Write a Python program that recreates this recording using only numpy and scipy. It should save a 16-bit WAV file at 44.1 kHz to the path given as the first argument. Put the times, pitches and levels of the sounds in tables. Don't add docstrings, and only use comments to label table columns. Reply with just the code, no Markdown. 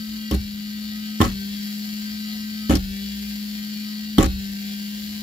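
import sys
import numpy as np
from scipy import signal
from scipy.fft import rfft, irfft
from scipy.io import wavfile

SR = 44100
rng = np.random.default_rng(int(sys.argv[2]) if len(sys.argv) > 2 else 0)


def ratio_of_db(decibels):
    return 10 ** (np.asarray(decibels, float) / 20)


def persist_wave(psi):
    counts = np.round(np.clip(psi, -1, 1) * 32767).astype(np.int16)
    wavfile.write(sys.argv[1], SR, np.atleast_2d(counts).T)


N = 230290
TIME = np.arange(N) / SR
SIDE = np.array([[1], [-1]]) / 2
STEADY_TOP_HZ = 15780


def rms_one(x):
    return x / np.sqrt(np.mean(x ** 2) + 1e-20)


def in_time(rows):
    s, *columns = np.transpose(rows)
    return [np.interp(TIME, s, c) for c in columns]


def at_hz(points, hz):
    point_hz, value = np.transpose(points)
    return np.interp(np.log(hz + 1), np.log(point_hz), value)


def colour(x, gain):
    return irfft(rfft(x) * gain(np.arange(N // 2 + 1) * SR / N), N)


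def drift(rate):
    r = np.exp(-80 * np.pi * rate / SR)
    noise = rng.standard_normal(N // 40 + 2002)
    slow = signal.lfilter([1], [1, -2 * r, r * r], noise)[2000:]
    return np.interp(np.arange(N) / 40, np.arange(len(slow)), rms_one(slow))


def ring(clicks, hz, t60):
    r, w = ratio_of_db(-60 / (t60 * SR)), 2 * np.pi * hz / SR
    return signal.lfilter([0, np.sin(w)], [1, -2 * r * np.cos(w), r * r], clicks + 1e-18)


def resonance(x, hz, width):
    r = np.exp(-np.pi * width / SR)
    top = np.array([1, 0, -1]) * (1 - r * r) / 2
    return signal.lfilter(top, [1, -2 * r * np.cos(2 * np.pi * hz / SR), r * r], x)


def scatter(x, t60):
    t = np.arange(8000) / SR
    tails = rng.standard_normal((2, len(t))) * ratio_of_db(-60 * t / t60)
    tails /= np.sqrt(np.sum(tails ** 2, axis=1, keepdims=True))
    return signal.fftconvolve(x[None], tails, axes=1)[:, :N]


def peaks(events, rise, fall):
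    t = np.arange(0, N + 64, 64) / SR
    gain = sum(ratio_of_db(db - np.maximum(rise * (s - t), fall * (t - s))) for s, db in events)
    return np.interp(TIME, t, gain)


# (frequency [Hz], density [dB per Hz])
FLOOR = [(25, -22), (60, 2.5), (120, -8), (170, 9), (260, 2.5), (310, 6.5), (345, -20), (385, -42),
         (440, -21), (540, -14), (650, -22), (900, -18), (1500, -11.5)]


def air():
    noise = rng.standard_normal((3, N))
    heard = noise[0] + 0.76 * noise[1:]
    return ratio_of_db(-50) * rms_one(colour(heard, lambda hz: ratio_of_db(at_hz(FLOOR, hz)) * (hz < 3000)))


# (time [s], pitch [Hz], level [dB])
ENGINE = [
    (2.9, 65, -65),
    (3.0, 64, -46),
    (3.15, 63.4, -44),
    (3.4, 58.1, -52.5),
    (3.65, 56, -62),
]


def far_engine():
    (first_s, first_hz, _), (last_s, last_hz, _) = ENGINE[0], ENGINE[-1]
    hz, level_db = in_time([(0, first_hz, -99), *ENGINE, (last_s + .2, last_hz, -99)])
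    return np.sqrt(2) * ratio_of_db(level_db) * np.sin(2 * np.pi * np.cumsum(hz) / SR)


# (frequency [Hz], width [Hz], level [dB])
BENCH_MODES = [(39.5, 16.5, -7.5), (62.5, 7.1, 2), (76, 26, -7.5)]
# (time [s], level [dB])
STEPS = [(.1, -53), (.62, -54), (.9, -55), (1.5, -52), (1.95, -56), (2.2, -63), (2.4, -56), (2.9, -43),
         (4.05, -57), (4.36, -42), (5.1, -49)]


def bench(boom_attack_s=0.019, hum_db=-58.5, sway_db=3.0):
    shake = rng.standard_normal((2, N))
    shake[1] = shake[0] + 0.58 * shake[1]
    boom = 0
    for hz, width, db in BENCH_MODES:
        once = resonance(shake, hz, width * 1.85)
        boom = boom + ratio_of_db(db) * resonance(once, hz, width * 1.85)
    fist_booms = [(row[0] + boom_attack_s, fist[4]) for row, fist in zip(BRAKING, FISTS)]
    struck = np.minimum(peaks(fist_booms, rise=1500., fall=144), ratio_of_db(-20))
    footfalls = peaks(STEPS, rise=155, fall=107)
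    hum = ratio_of_db(hum_db + sway_db * drift(4.0))
    return (struck + footfalls + hum) * rms_one(colour(boom, lambda hz: hz > 28))


# (frequency [Hz], density [dB per Hz])
RATTLE_COLOUR = [(400, -8), (700, -6.5), (1900, -0.5), (3300, -7.5), (4600, -12.5), (7500, -7), (8500, -45),
                 (11000, -11), (15500, -34)]
# (lid over panel [dB], rattle [dB], rattle length [s], rattle fade [dB], bench boom [dB])
FISTS = [
    (0.5, -37.5, 0.047, 1, -22.5),
    (5.5, -24.5, 0.12, 17.5, -19.5),
    (-7, -26, 0.072, 7.5, -22),
    (-3, -26.5, 0.0814, 3, -17.5),
]


def rattle(attack_s=0.018, release_s=0.024):
    rows = []
    for (s, *_), (_, db, length, fade_db, _) in zip(BRAKING, FISTS):
        rows += [(s - .001, -85), (s + 0.0018, db - 4.5), (s + attack_s, db)]
        end = s + length
        rows += [(end, db - fade_db), (end + release_s, -62), (end + .08, -75)]
    hits = rng.random((3, N)) < 900. 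/ SR
    force = ratio_of_db(3.0 * np.minimum(rng.exponential(1, (3, N)), 4))
    clicks = hits * force * rng.choice([-1, 1], (3, N))
    shake = 0.37 * clicks[0] + clicks[1:]
    shake = colour(shake, lambda hz: ratio_of_db(at_hz(RATTLE_COLOUR, hz)) * (hz < STEADY_TOP_HZ))
    return ratio_of_db(in_time(rows)[0] - 2.5) * rms_one(shake)


# (time [s], tick peak [dB], thud [dB], sheet ring [dB], tick pitch [Hz])
BLOWS = [(0.311, -17, -15, -32, 3020), (0.3204, -46, -15, -39, 2340), (0.333, -33, -41, -47, 3150),
         (0.3407, -30, -18.5, -39, 12100), (0.346, -25, -17.5, -47, 4100), (1.2039, -23, -5, -24.5, 2400),
         (1.2134, -13, -9.5, -14.5, 3570), (1.229, -24, -15, -47, 4800), (1.2392, -23, -22, -30, 4470),
         (1.2458, -30, -21, -31, 4660), (1.2555, -20, -15.5, -34, 2010), (1.277, -28.5, -22.5, -42, 4620),
         (2.6954, -16, -4.5, -27, 2670), (2.707, -17.5, -12, -25.5, 1940), (2.7202, -21, -21, -31, 2980),
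         (2.7337, -24, -9.5, -35, 2900), (2.7523, -15.5, -12, -39, 4960), (2.7667, -27.5, -28, -42, 4350),
         (4.1818, -8.5, 2, -20.5, 3420), (4.1906, -33, -4.5, -28, 3420), (4.2073, -20, -24, -23, 2060),
         (4.2273, -15, -9.5, -28, 7200), (4.2411, -24, -34, -31.5, 4460), (4.2588, -20.5, -16.5, -38, 4500)]


def ticks():
    out, t = np.zeros(N), np.arange(600) / SR
    for s, peak_db, _, _, hz in BLOWS:
        burst = rng.standard_normal(len(t)) * ratio_of_db(-60 * t / 0.0069)
        ringing = resonance(burst, hz, 930.0)
        out[int(s * SR):][:len(t)] += ratio_of_db(peak_db - 4) * (0.58 * burst + 3.74 * ringing)
    return signal.sosfilt(signal.butter(2, 1500., "high", fs=SR, output="sos"), out)


def strike(modes, levels_db, soft_hz, spread_db):
    at, out = (np.array(BLOWS)[:, 0] * SR).astype(int), np.zeros(N)
    luck = rng.standard_normal((len(at), len(modes), 2))
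    for k, (hz, mode_db, t60) in enumerate(modes):
        clicks = np.zeros(N)
        push = ratio_of_db(levels_db + mode_db + spread_db * luck[:, k, 0])
        clicks[at] = push * np.sign(luck[:, k, 1] + .5)
        out += ring(clicks, hz, t60)
    return signal.sosfilt(signal.butter(2, soft_hz, fs=SR, output="sos"), out)


# (frequency [Hz], level [dB], t60 [s])
BOX = [(41.7, -15.5, 0.41), (67.4, -5.5, 0.18), (106, -12.5, 0.17), (154.6, -15, 0.16),
       (195.1, -4.5, 0.124), (235.8, -2.5, 0.13), (266, -9, 0.093), (314.4, -3.5, 0.11),
       (390.8, -6.5, 0.071)]
# (frequency [Hz], level [dB], t60 [s])
PANEL = [(459, -5, 0.16), (544, 2, 0.077), (674, -9, 0.099), (730, -1.5, 0.11), (784, -0.5, 0.11),
         (888, -6, 0.059)]
# (frequency [Hz], level [dB], t60 [s])
LID = [(1076, 3, 0.06), (1144, 0.5, 0.063), (1227, -11, 0.052), (1290, 3, 0.057), (1410, -26, 0.15),
       (1760, -8, 0.058), (1964, -11, 0.16), (2130, -21, 0.031)]


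def fist_blows():
    s, _, thud_db, sheet_db, _ = np.transpose(BLOWS)
    fist = np.searchsorted(np.array(BRAKING)[1:, 0] - .1, s)
    tilt_db = np.array(FISTS)[fist, 0] / 2
    thud = strike(BOX, thud_db - 4.0, soft_hz=585.0, spread_db=1.0)
    panel = strike(PANEL, sheet_db - tilt_db - 0.5, soft_hz=2470.0, spread_db=3.5)
    lid = strike(LID, sheet_db + tilt_db - 3.0, soft_hz=4020.0, spread_db=6.0)
    tick = ticks()
    blows = thud + ratio_of_db(-7) * resonance(scatter(thud, t60=0.069), 370.0, 200.0)
    blows += ratio_of_db(-3.5) * panel + ratio_of_db(-15.5) * scatter(panel, t60=0.015)
    blows += ratio_of_db(-14) * scatter(panel + lid, t60=0.19)
    blows += ratio_of_db(-4.0) * lid * [[-.6], [1]] + ratio_of_db(-10) * scatter(lid, t60=0.04)
    clatter = ratio_of_db(-9.0) * tick + ratio_of_db(-4.0) * scatter(tick, t60=0.028)
    clatter = clatter + ratio_of_db(6) * scatter(tick, t60=0.036) + rattle()
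    return blows + ratio_of_db(6.2 * SIDE) * clatter


# (time [s], quick whirl loss [Hz], lasting whirl loss [Hz],
# chatter loss [Hz], chatter rebound [Hz])
BRAKING = [
    (0.31, 10.45, 4.94, 299.17, 220.27),
    (1.2, 16.64, 8.25, 533.99, 362.5),
    (2.7, 12.8, 14.5, 608.05, 395.05),
    (4.18, 9.2, 15.42, 536.97, 345.93),
]
BRAKE_S = .02


def after(losses, return_s):
    since = np.maximum(TIME - np.array(BRAKING)[:, :1], 0)
    return losses @ ((1 - np.exp(-since / BRAKE_S)) * np.exp(-since / return_s))


WHIRL_HZ, CHATTER_HZ = 214.92, 1546.4
# (time [s], tone [dB], buzz [dB])
SHAKE = [
    (0, -31, -42.5),
    (.5, -32, -44),
    (1.1, -30.5, -43),
    (1.7, -30, -40.5),
    (2.6, -30.5, -42.5),
    (3.3, -30.5, -41),
    (4.1, -31, -43),
    (4.6, -30.5, -41.5),
    (5.22, -32, -41),
]


def rotor():
    quick, lasting, loss, rebound = np.transpose(BRAKING)[1:]
    whirl_hz = WHIRL_HZ - after(quick, return_s=.218) - after(lasting, return_s=.824)
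    chatter_hz = CHATTER_HZ - after(loss, return_s=.237) + after(rebound, return_s=.374)
    tone_db, buzz_db = in_time(SHAKE)
    tone_db = tone_db + 0.0269 * (WHIRL_HZ - whirl_hz)
    buzz_db = buzz_db + 0.0086 * (chatter_hz - CHATTER_HZ)
    return np.cumsum(whirl_hz) / SR, np.cumsum(chatter_hz) / SR, tone_db, buzz_db


def whirl_tone(cycles, tone_db):
    level_db = tone_db - 0.45 + 0.33 * drift(23.0) + 3.2 * SIDE
    return np.sqrt(2) * ratio_of_db(level_db) * np.sin(2 * np.pi * cycles + 0.17 * SIDE)


# (chatter multiple, whirl multiple, level re tone [dB], left-right [dB])
MIXED_LINES = [(0, 2, -33, 4), (0, 5, -39, -3), (0, 6, -33, -5), (0, 7, -36, -3), (0, 9, -26, 1),
               (0, 10, -32, -1), (0, 11, -32, 7), (0, 13, -30, 0), (0, 14, -27, 3), (0, 17, -27, 11),
               (0, 19, -29, 5), (0, 22, -30, 6), (1, 0, -24, 0), (1, 2, -26, 2), (1, 4, -27, 6),
               (1, 6, -27, -3), (1, 7, -27, 2), (1, 8, -26, 5), (1, 10, -33, 12), (1, 11, -27, 0),
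               (1, 12, -26, 9), (1, 13, -24, 11), (1, 14, -24, 2), (1, 15, -24, 5), (1, 18, -28, 6),
               (2, 1, -29, 3), (2, 4, -27, 3), (2, 6, -27, 5), (2, 7, -23, 11), (2, 8, -30, 6)]
# (frequency [Hz], left lead [rad])
LINE_LEAD = [(420, -0.6), (1300, -1.4), (1560, -2.5), (1950, -2), (2400, -4.5), (2850, -5.5), (3200, -5),
             (5500, -5.5)]
# (frequency [Hz], gain [dB])
LINE_PASS = [(370, -4), (402, 5), (422, -12), (900, -14), (1010, -8), (1060, 0), (1170, -18), (1235, -9),
             (1275, 1), (1400, 0), (6000, 0)]


def sleeve_lines(cycles, chatter, tone_db):
    out = 0
    for k, n, level_db, pan_db in MIXED_LINES:
        lead = at_hz(LINE_LEAD, k * CHATTER_HZ + n * WHIRL_HZ)
        slip = 0.19 * rng.standard_normal() + 0.078 * drift(4.8)
        phase = 2 * np.pi * (k * chatter + n * cycles + slip) + lead * SIDE
        out = out + ratio_of_db(level_db + 3.08 * drift(5.2) + pan_db * SIDE) * np.cos(phase)
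    lost_hz = WHIRL_HZ - np.gradient(cycles) * SR
    lines = np.sqrt(2) * ratio_of_db(tone_db + 1.0 - 0.1113 * lost_hz) * out
    return colour(lines, lambda hz: ratio_of_db(at_hz(LINE_PASS, hz)))


# (place in cycle [0-1], strength [dB], chance [0-1])
CONTACTS = [
    (0.02, -12.5, 0.9),
    (0.5, -10, 0.3),
    (1, -10, 0.7),
    (.15, -4.5, .5),
]
# (frequency [Hz], density [dB per Hz])
BUZZ = [(540, -17.5), (930, -27), (1250, -28), (1600, -11.5), (2600, -10), (3400, -11), (4500, -6),
        (5600, -6.5), (6400, -12), (7600, -10.5), (8400, -18), (9600, -12.5), (10200, -12), (15600, -3)]
# (frequency [Hz], width [Hz], lift [dB])
BUZZ_PEAKS_DIPS = [(736, 13.6, 16.5), (539, 6.4, 10.5), (2090, 33, 7.5), (3093, 67, 8), (3278, 37, 11),
                   (3330, 49, -1.5), (3883, 72, 8), (4350, 45, 5), (4620, 370, 5.5), (4840, 89, 4.5), (5463, 9, 15),
                   (6860, 850, 6.5), (7720, 110, 6),
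                   (945, 84, -22), (2640, 50, -1), (6140, 140, -18), (8020, 370, -20), (8930, 140, -13),
          (9520, 270, -15), (10730, 280, 4.5), (12620, 220, 8.5), (13100, 430, -15)]
# (frequency [Hz], left-right [dB])
BUZZ_BALANCE = [(500, 0), (1200, 0.5), (2500, 0.5), (5000, 1), (12000, 5)]
# (frequency [Hz], left-right likeness [0-1])
BUZZ_LIKENESS = [(500, 0.27), (1200, 0.088), (2500, 0.35), (5000, 0.27), (12000, 0.076)]


def bearing_buzz(cycles, chatter, buzz_db, hiss_db=-3, jitter_s=.00012):
    taps, turns = np.zeros((3, N)), np.arange(int(cycles[-1]))
    for place, strength_db, chance in CONTACTS:
        luck = rng.standard_normal((5, 1500))[:, :len(turns)]
        at = np.interp(turns + place, cycles, np.arange(N)) + jitter_s * SR * luck[0]
        at = np.clip(at, 0, N - 1).astype(int)
        touches = rng.random(1500)[:len(turns)] < chance
        meeting_db = 1.0 * np.cos(2 * np.pi * chatter[at])
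        force = touches * ratio_of_db(strength_db + meeting_db + 0.86 * luck[1])
        taps[:, at] += force * np.sign(luck[2:])
    taps = colour(rms_one(taps), lambda hz: 1 / np.sqrt(1 + (hz / 2900.0) ** 4) + 0.28)
    rub = taps + ratio_of_db(hiss_db + 0.19 * drift(30)) * rng.standard_normal((3, N))
    for hz, width, lift_db in BUZZ_PEAKS_DIPS:
        rub = rub + (ratio_of_db(lift_db) - 1) * resonance(rub, hz, width)
    direct, *own = colour(rub, lambda hz: ratio_of_db(at_hz(BUZZ, hz)) * (hz < STEADY_TOP_HZ))

    def alike(hz):
        return np.clip(at_hz(BUZZ_LIKENESS, hz), 0, 1)

    ports = []
    for sign, apart in zip((1, -1), own):
        mix = colour(direct, lambda hz: np.sqrt(alike(hz)))
        mix = mix + colour(apart, lambda hz: np.sqrt(1 - alike(hz)))
        ports.append(colour(mix, lambda hz: ratio_of_db(sign * at_hz(BUZZ_BALANCE, hz) / 2)))
    return ratio_of_db(buzz_db + 2.5) * rms_one(np.array(ports))


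def scene():
    cycles, chatter, tone_db, buzz_db = rotor()
    out = air() + far_engine() + bench() + fist_blows()
    out = out + whirl_tone(cycles, tone_db) + bearing_buzz(cycles, chatter, buzz_db)
    out[0] = np.roll(out[0], 10)
    return out + sleeve_lines(cycles, chatter, tone_db)


def band_limit(x):
    return signal.sosfilt(signal.butter(12, 16670, fs=SR, output="sos"), x)


def record(dry):
    rounded = np.tanh(dry / 1.114) * 1.104
    cut = signal.sosfilt(signal.cheby2(12, 70, 16700, fs=SR, output="sos"), rounded)
    cut = signal.sosfilt(signal.butter(4, 34., "high", fs=SR, output="sos"), cut)
    return band_limit(np.clip(cut, -1, 1))


dry = scene()
out = record(dry)
persist_wave(out)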